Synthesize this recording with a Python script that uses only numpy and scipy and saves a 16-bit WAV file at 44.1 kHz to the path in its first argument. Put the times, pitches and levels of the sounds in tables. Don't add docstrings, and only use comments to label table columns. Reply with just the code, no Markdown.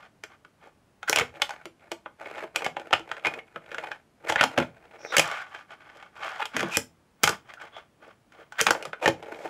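import sys
import numpy as np
from scipy import signal
from scipy.fft import rfft, irfft, next_fast_len
from scipy.io import wavfile
from scipy.ndimage import uniform_filter1d, minimum_filter1d, map_coordinates

SR = 44100
rng = np.random.default_rng(int(sys.argv[2]) if len(sys.argv) > 2 else 0)


def file_out(sig):
    cols = np.atleast_2d(sig).T
    lim = np.clip(cols, -1, 1)
    pcm = np.round(lim * 32767).astype(np.int16)
    wavfile.write(sys.argv[1], SR, pcm)


N = 418509

# f/Hz, gain/dB
KNOCK_COLOUR = [(250, -32), (450, -9), (650, -1.5), (1000, 0), (1500, 2.5), (2300, 2.5), (3300, 5),
                (4200, -8), (6000, -41.5)]
# f/Hz, gain/dB
CLICK_COLOUR = [(2800, -21.5), (4700, -1.5), (7500, -3), (8500, -10), (11000, -13), (15000, -21)]
# t/s, surface (0 table .. 1 planks)
SURFACE_BELOW = [(1.15, 0), (1.3, 1), (5.19, 1), (5.22, 0), (8.65, 0), (8.75, 1)]


def amp(db):
    return 10 ** (np.asarray(db) / 20)


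def unit(x):
    return x / np.sqrt(np.mean(x ** 2) + 1e-20)


def along(points, hz):
    f, v = np.transpose(points)
    return np.interp(np.log(hz + 1), np.log(f + 1), v)


def wobble(rate):
    knots = rng.standard_normal(int(N * rate / SR) + 4)
    return map_coordinates(knots, [np.arange(N) * rate / SR], order=1)


def coloured(x, gain):
    m = 2 * next_fast_len(len(x) // 2 + 2048)
    cepstrum = irfft(np.log(np.maximum(gain(np.fft.rfftfreq(m, 1 / SR)), 1e-6)))
    cepstrum[1:m // 2] *= 2
    cepstrum[m // 2 + 1:] = 0
    return irfft(rfft(x, m) * np.exp(rfft(cepstrum)), m)[:len(x)]


def resonance(hz, centre_hz, width_hz, db):
    return np.sqrt(1 + amp(db) ** 2 / (1 + (2 * (hz - centre_hz) / width_hz) ** 2))


def wood(points, ring_db, spread_db=0):
    # f/Hz, width/Hz, strength/dB before ring_db and spread
    body_rings = [(158, 26, 1.5), (249.7, 8.3, 2), (331.4, 19, 5.5), (458, 63, 4), (567, 49, 3),
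                  (639, 59, 5), (825, 93, 4.5), (1016, 12, -1), (1208, 55, -2), (1460, 160, 0),
                  (1772, 110, -4.5), (2192, 90, 0), (2454, 51, 1), (2728, 210, -8), (3085, 60, -4.5),
                  (5170, 130, -4), (6600, 130, -5.5)]
    strengths = ring_db + spread_db * rng.standard_normal(len(body_rings))

    def gain(hz):
        peaks = sum(amp(db + more) ** 2 / (1 + (2 * (hz - centre_hz) / width_hz) ** 2)
                    for (centre_hz, width_hz, db), more in zip(body_rings, strengths))
        return amp(along(points, hz)) * np.sqrt(1 + peaks)
    return gain


def add(track, s, sound):
    part = track[max(round(s * SR), 0):][:len(sound)]
    part += sound[:len(part)]


def in_room(x, wet_db, delay=0.0053):
    # f/Hz, t60/s
    room_decay = [(100, 0.59), (260, 0.15), (700, 0.21), (1800, 0.17), (5000, 0.19), (13000, .18)]
    hz, t, z = signal.stft(rng.standard_normal(SR // 3), SR, nperseg=256)
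    fade = amp(-60 * t / along(room_decay, hz)[:, None])
    tail = signal.istft(z * fade, SR, nperseg=256)[1]
    tail *= 1 - np.exp(-(np.arange(len(tail)) / SR / delay) ** 2)
    response = amp(wet_db) * tail / np.linalg.norm(tail)
    response[0] += 1
    return signal.fftconvolve(x, response)


def burst(gain, t60, span, snap):
    t = np.arange(SR // 8) / SR
    blow = rng.standard_normal(len(t)) * amp(-60 * t / t60) * (1 - np.exp(-t / 0.00051))
    blow /= np.linalg.norm(blow)
    blow[0] = snap
    x = coloured(blow, gain)
    return x / np.sqrt(np.mean(x[t < span] ** 2))


def room_tone():
    # f/Hz, gain/dB before a bass cut at 55 Hz
    air_colour = [(15, -40), (25, -4), (133, 0.5), (188, -1.5), (297, -3.5), (509, -9), (582, -7.5),
                  (2850, -20.5), (3530, -24), (10900, -30.5), (15500, -41)]
    noise = rng.standard_normal(N)
    return amp(-64.5) * unit(coloured(noise, lambda hz: amp(along(air_colour, hz)) * hz / np.hypot(hz, 55)))


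def whistles():
    # start/s, end/s, level/dB, f/Hz
    songs = [(4.98, 5.177, -56, 5590), (5.06, 5.181, -52, 3700), (5.375, 5.44, -42, 1490),
             (6.685, 6.757, -54, 2830), (7.569, 7.588, -47, 1490), (7.719, 7.801, -55.5, 3280)]
    track = np.zeros(N)
    for start, end, db, centre_hz in songs:
        swell = np.hanning(max(round((end - start) * SR), 64)) ** .5
        noise = rng.standard_normal(SR // 4)
        band = coloured(noise, lambda hz: 1 / (1 + ((hz - centre_hz) / (0.068 * centre_hz)) ** 2))
        add(track, start, in_room(amp(db) * unit(swell * band[-len(swell):]), wet_db=-4.5))
    return track


def pushes():
    # start/s, end/s, whirr midway/dB, swell start to end/dB, rumble re whirr/dB
    rolls = [(0.0, 0.049, -50.5, -2.5, -10), (0.315, 0.345, -56, -5, -8), (0.635, 0.675, -56.5, -2, -4.5),
             (1.091, 1.252, -43.5, 4.5, -16), (1.359, 1.405, -46.5, 2.5, 0),
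             (1.452, 1.618, -50, -6.5, -11.5), (1.82, 1.892, -58, -2, -4), (2.23, 2.432, -43.5, 8, -3.5),
             (2.569, 2.66, -41, 2, -2), (2.777, 2.987, -51.5, -3, 1), (3.078, 3.192, -48, 0.5, -2),
             (3.272, 3.377, -41, -12.5, 3.5), (3.446, 3.57, -59.5, 8.5, -4), (3.628, 3.923, -47, 11, -2),
             (4.227, 4.258, -53.5, 9, 6), (4.279, 4.531, -41.5, -10, -8.5), (4.593, 4.631, -35, -5, 0),
             (4.746, 5.149, -53.5, 13.5, 0), (5.22, 5.418, -35, -7.5, -23), (5.446, 5.599, -47.5, 10, -20),
             (5.711, 5.732, -46, 1, -15), (5.809, 6.07, -53.5, -0.5, -6.5),
             (6.172, 6.255, -40.5, 14.5, -14), (6.26, 6.43, -40, -12.5, -19), (6.547, 6.736, -37, 1, -14),
             (7.275, 7.346, -36.5, -8, -17), (7.485, 7.503, -46, 8, -10), (7.615, 7.675, -46.5, -3.5, -7.5),
             (7.746, 7.785, -47, 5, -8), (8.03, 8.114, -54.5, -3.5, -1), (8.341, 8.425, -53.5, 3.5, -4),
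             (8.559, 8.59, -49.5, -2, -18), (8.738, 8.876, -48, -5, 4.5), (9.031, 9.13, -46.5, -7, 2),
             (9.198, 9.5, -47.5, 6.5, 4)]
    rise_s, coast_s = 0.018, .022
    whirr_power, rumble_power = np.zeros(N), np.zeros(N)
    t = np.arange(-SR // 8, SR) / SR
    for start, end, db, swell_db, rumble_db in rolls:
        length = max(end - start, .005)
        edges = np.exp(np.minimum(t, 0) / rise_s - np.maximum(t - length, 0) / coast_s)
        gain = edges * amp(db + swell_db * (np.clip(t / length, 0, 1) - .5))
        heard = start + t >= 0
        add(whirr_power, start + t[0], gain[heard] ** 2)
        add(rumble_power, start + t[0], (amp(rumble_db) * gain[heard]) ** 2)
    return np.sqrt(whirr_power), np.sqrt(rumble_power)


def rattle():
    ticks_per_s, spread_db, click_db = 19, 3.5, -10.5
    strengths = amp(spread_db * np.clip(rng.standard_normal(N), -2, 2))
    ticks = (rng.random(N) < ticks_per_s / SR) * strengths
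    deck = wood(KNOCK_COLOUR, ring_db=4.5)
    tick = burst(lambda hz: deck(hz) + amp(click_db + along(CLICK_COLOUR, hz)), t60=0.023, span=.005, snap=0.66)
    return unit(signal.fftconvolve(ticks, tick)[:N])


def wheels():
    # f/Hz, gain/dB
    whirr_colour = [(350, -29), (700, -1.5), (1000, -3), (1400, 1), (2300, -1.5), (3200, -12), (4200, -13),
                    (7000, -22.5), (10000, -32), (15000, -41.5)]
    # f/Hz, gain/dB
    rumble_colour = [(20, -52), (45, -22), (100, -19), (230, -11), (350, -1), (600, -2.5), (900, -6.5),
                     (1800, -31)]
    # f/Hz, width/Hz, strength/dB
    table_rings = [(1150, 67, 10), (1530, 230, 2), (3230, 270, 11)]
    rattle_db, hiss_db = -12, -25
    whirr_gain, rumble_gain = pushes()
    on_planks = np.interp(np.arange(N) / SR, *np.transpose(SURFACE_BELOW))
    body = wood(whirr_colour, ring_db=6.5)
    bumps = amp(1.6 * wobble(40) + 6.6 * wobble(220))
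    grit = rng.standard_normal(N) * (rng.random(N) < 5000 / SR)
    planks = unit(coloured(bumps * grit, body)) + amp(rattle_db) * rattle()
    glide = amp(1.9 * wobble(60) + 3.6 * wobble(260)) * rng.standard_normal(N)

    def table_gain(hz):
        return body(hz) * np.prod([resonance(hz, *ring) for ring in table_rings], axis=0)
    table = unit(coloured(glide, table_gain))
    hiss = unit(coloured(bumps * grit, lambda hz: amp(along(CLICK_COLOUR, hz))))
    rolling = np.sqrt(on_planks) * planks + np.sqrt(1 - on_planks) * table
    whirr = whirr_gain * (rolling + amp(hiss_db) * hiss)
    rumble = rumble_gain * unit(coloured(bumps * rng.standard_normal(N), wood(rumble_colour, ring_db=13)))
    return in_room(whirr + rumble, wet_db=-11)[:N]


def booms():
    # t/s, level before attack and decay/dB, f/Hz
    loads = [(3.561, -46.5, 160), (4.438, -30, 264), (4.58, -22.5, 246.3), (6.545, -30, 262),
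             (6.614, -29.5, 204), (6.647, -32.5, 173), (6.772, -36, 252), (7.237, -31.5, 148.2),
             (7.3, -36, 194), (8.669, -31.5, 219.4), (8.87, -44.5, 158), (9.08, -31, 132)]
    attack_s, t60_s, width_hz = 0.0077, 0.18, 41
    track = np.zeros(N)
    t = np.arange(SR // 3) / SR
    for s, db, hz in loads:
        partials = hz + width_hz * np.array([-1, 0, 1]) * rng.uniform(0.79, 1, 3)
        sines = np.sin(2 * np.pi * (partials[:, None] * t + rng.random((3, 1))))
        ring = np.array([.5, 1, .5]) @ sines
        add(track, s, amp(db) * unit(ring) * (1 - np.exp(-t / attack_s)) * amp(-60 * t / t60_s))
    return track


def scrapes():
    # (level is before a 9 dB cut and the room, hiss before a 5.5 dB cut)
    drags = [(1.074, 1.093, -18.5, 1730, -12), (1.188, 1.221, -25, 1920, -15),
             (2.641, 2.668, -26, 2070, -13), (4.281, 4.306, -18.5, 1860, -6),
             (4.373, 4.406, -17.5, 2020, -27), (4.602, 4.631, -28.5, 740, -22),
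             (5.114, 5.159, -21, 1400, -15), (5.275, 5.396, -37.5, 2300, -12.5),
             (6.215, 6.291, -43, 1550, -16), (6.387, 6.41, -24, 1080, -18.5),
             (6.409, 6.431, -19.5, 1010, -20), (6.552, 6.616, -31, 1890, -5),
             (6.705, 6.768, -23.5, 2493, -6), (7.239, 7.247, -15, 3200, -1),
             (8.582, 8.612, -14.5, 1640, -10.5), (9.012, 9.055, -19.5, 804, -16),
             (9.279, 9.496, -42, 865, -9.5)]
    track = np.zeros(N)
    for start, end, db, centre_hz, hiss_db in drags:
        u = np.linspace(0, 1, max(round((end - start) * SR), 64))
        slips = (rng.standard_normal(SR // 3) * (rng.random(SR // 3) < 9000 / SR))[:len(u)]
        body = wood(KNOCK_COLOUR, ring_db=4.0, spread_db=8.0)
        rasp = unit(coloured(slips, lambda hz: body(hz) * resonance(hz, centre_hz, width_hz=380, db=14.0)))
        hiss = unit(coloured(slips, lambda hz: amp(along(CLICK_COLOUR, hz))))
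        pressure = unit(u ** 0.82 * np.minimum(1, 8 * (1 - u)))
        scrape = amp(db - 9.0) * pressure * (rasp + amp(hiss_db - 5.5) * hiss)
        add(track, start, in_room(scrape, wet_db=-7.5))
    return track


def contacts():
    # t/s, level/dB, thud re knock/dB, click re knock/dB, deck ring f/Hz
    landings = [(0.2375, -34.5, -13, -8, 1700), (0.4492, -46, -14, -20, 1260),
                (1.03, -33, -25, -16.5, 1410), (1.1289, -17.5, -22, -9.5, 2160),
                (1.16, -18, -17, -4.5, 2840), (1.1726, -19.5, -13.5, -19, 2870),
                (1.1864, -18, -18.5, -8.5, 2250), (1.1967, -21, -19.5, -9, 1450),
                (1.2108, -21.5, -7.5, -25.5, 2350), (1.4193, -17, -24, -8, 3310),
                (1.4933, -32.5, -45, -12, 860), (1.5069, -31.5, -24, -12, 820),
                (2.0606, -33.5, -12, -39, 1370), (2.259, -37.5, -9, -25, 2240),
                (2.3653, -42, -16, -23, 860), (2.3817, -33, -25, -22.5, 724),
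                (2.5601, -20.5, -29, -7, 2420), (2.6217, -28.5, -10.5, -23, 755),
                (2.6455, -30.5, -7, -7, 2130), (2.6636, -22.5, -11.5, -15.5, 740),
                (2.768, -26, -12.5, -26, 860), (2.9087, -34.5, -7, -19.5, 800),
                (2.9293, -14, -20, -17, 1270), (2.9348, -14, -17.5, -17, 2700),
                (3.1153, -25.5, -18.5, -18.5, 1580), (3.1676, -38.5, -14, -18.5, 1600),
                (3.249, -21, -33.5, -24.5, 2080), (3.2571, -22.5, -27.5, -19, 2130),
                (3.2687, -21, -17.5, -16.5, 2280), (3.3387, -34, -18.5, -16, 2230),
                (3.39, -36.5, -14, -24, 2170), (3.5605, -32.5, -7.5, -31, 1320),
                (3.7165, -35.5, -6.5, -18, 1550), (3.7455, -30.5, -17, -17, 1600),
                (3.783, -28.5, -13, -17.5, 1680), (3.838, -31, -17, -25.5, 740),
                (3.9167, -29, -28, -19, 1620), (4.2989, -21, -11.5, -13, 740), (4.323, -21, -19, -15, 626),
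                (4.3589, -17, -17.5, -21.5, 1580), (4.4107, -11, -19.5, -15, 1380),
                (4.43, -18, -19, -18.5, 834), (4.4383, -14, -19, -11, 840), (4.5776, -16.5, -6, -18, 710),
                (4.6011, -24, -5, -18.5, 890), (5.1236, -29, -11.5, -17, 1370),
                (5.1674, -12.5, -19, -4.5, 1900), (5.182, -16.5, -7.5, -3, 3080),
                (5.1948, -11.5, -19, -5.5, 2500), (5.3143, -31, -20, -11.5, 1430),
                (5.5482, -35.5, -17, -19, 1600), (5.971, -52.5, -20, -8, 1500),
                (6.0265, -41, -33, -19, 1130), (6.4554, -31.5, -20.5, -6.5, 3220),
                (6.5661, -22, -12.5, -9, 1870), (6.595, -26, -19, -13.5, 1750),
                (6.6066, -25, -11.5, -10.5, 1630), (7.2393, -13, -23.5, -4, 2200),
                (7.2755, -15.5, -21, -8.5, 1460), (7.2927, -23, -9.5, -2.5, 1620),
                (7.5377, -41.5, -30, -11, 1620), (7.6183, -39.5, -22, -15.5, 1364),
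                (7.7663, -38, -24, -21.5, 671), (8.322, -52, -17, -12.5, 1500),
                (8.5229, -38, -31, -13.5, 1310), (8.6674, -12.5, -21, -10.5, 1270),
                (8.6855, -20.5, -12, -21, 1150), (8.7073, -13, -12, -8.5, 940),
                (8.7502, -28, -5.5, -28.5, 1030), (8.8258, -36, -32, -6.5, 2500),
                (8.8531, -32.5, -6.5, -8.5, 1240), (8.9319, -29, -13, -25, 1470),
                (9.059, -14.5, -10.5, -16.5, 1700), (9.0779, -15.5, -4, -13, 650),
                (9.227, -39, -40, -17, 770)]
    # t/s, level/dB
    snaps = [(1.0965, -22.5), (6.7707, -21.5), (7.2348, -21.5), (8.6126, -21)]
    # t/s, level/dB, click re knock/dB
    presses = [(1.6557, -37, -9.5), (1.9172, -29, -8.5), (2.4392, -32.5, -27.5), (2.7975, -39.5, -14),
               (2.9954, -37.5, -15), (4.5858, -22, -14), (6.6298, -23.5, -19), (9.0868, -26.5, -9)]
    # level/dB, t60/s
    clack_decay = [(-41, 0.041), (-16.5, .034)]
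    table_thud_hz, planks_thud_hz = 443, 545

    def thud_hz(s):
        on_planks = np.interp(s, *np.transpose(SURFACE_BELOW))
        return np.interp(on_planks, [0, 1], [table_thud_hz, planks_thud_hz])
    pops = [(s, db, -6.5, 4, 0.013, 1560, table_thud_hz) for s, db in snaps]
    thumps = [(s, db, -5.5, click_db, 0.035, 550, 344) for s, db, click_db in presses]
    clacked = [(s, db, thud_db, click_db, np.interp(db, *np.transpose(clack_decay)), ring_hz, thud_hz(s))
               for s, db, thud_db, click_db, ring_hz in landings]
    return pops + thumps + clacked


def clacks():
    # f/Hz, gain/dB
    thud_colour = [(25, -35.5), (55, -19), (85, -0.5), (150, -5), (300, -5.5), (520, -4), (750, -20),
                   (1500, -38)]
    graze_db, graze_rise_s = -14, 0.0028
    track = np.zeros(N)
    before = np.arange(-SR // 50, 0) / SR
    for s, db, thud_db, click_db, t60, ring_hz, thud_hz in contacts():
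        deck = wood(KNOCK_COLOUR, ring_db=5.5, spread_db=2.5)
        below = wood(thud_colour, ring_db=10.5, spread_db=-1.0)
        metal = wood(CLICK_COLOUR, ring_db=-0.5, spread_db=3.0)
        soft_hz = np.clip(4500 * amp(.4 * (click_db + 14.5)), 1500, 9000)
        bass_hz = np.interp(db, [-30, -22], [270, 45])
        tilt = 0.44 * np.clip(click_db + 6.5, -12, 12)

        def knock_gain(hz):
            ring = resonance(hz, ring_hz, width_hz=360, db=10.5)
            return deck(hz) * ring / np.hypot(1, (hz / soft_hz) ** 2)

        def thud_gain(hz):
            ring = resonance(hz, thud_hz, width_hz=38, db=9.0)
            return below(hz) * ring / np.hypot(1, (bass_hz / (hz + 1)) ** 3)

        def click_gain(hz):
            return metal(hz) * amp(tilt * np.log2((hz + 1000) / 7000))
        knock = burst(knock_gain, t60, span=0.0055, snap=1.0)
        thud = burst(thud_gain, t60=0.053, span=0.013, snap=0.86)
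        click = burst(click_gain, 0.56 * t60, span=0.0042, snap=0.64)
        blow = amp(db) * (knock + amp(thud_db) * thud + amp(click_db) * click)
        add(track, s, in_room(blow, wet_db=-10.0))
        brush = rng.standard_normal(len(before))
        graze = unit(coloured(brush, lambda hz: deck(hz) + amp(click_db + along(CLICK_COLOUR, hz))))
        add(track, s + before[0], amp(db + graze_db) * np.exp(before / graze_rise_s) * graze)
    return track


def scene():
    background = room_tone() + whistles() + wheels()
    return (background + booms() + scrapes() + clacks())[None]


def record(dry):
    ceiling, top_hz = .7, 15600
    needed = np.minimum(1, ceiling / (np.abs(dry) + 1e-9))
    gain = uniform_filter1d(minimum_filter1d(needed, size=45), size=45)
    m = next_fast_len(N + SR // 2)
    passed = np.fft.rfftfreq(m, 1 / SR) < top_hz
    return irfft(rfft(dry * gain, m) * passed, m)[:, :N]


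dry = scene()
out = record(dry)
file_out(out)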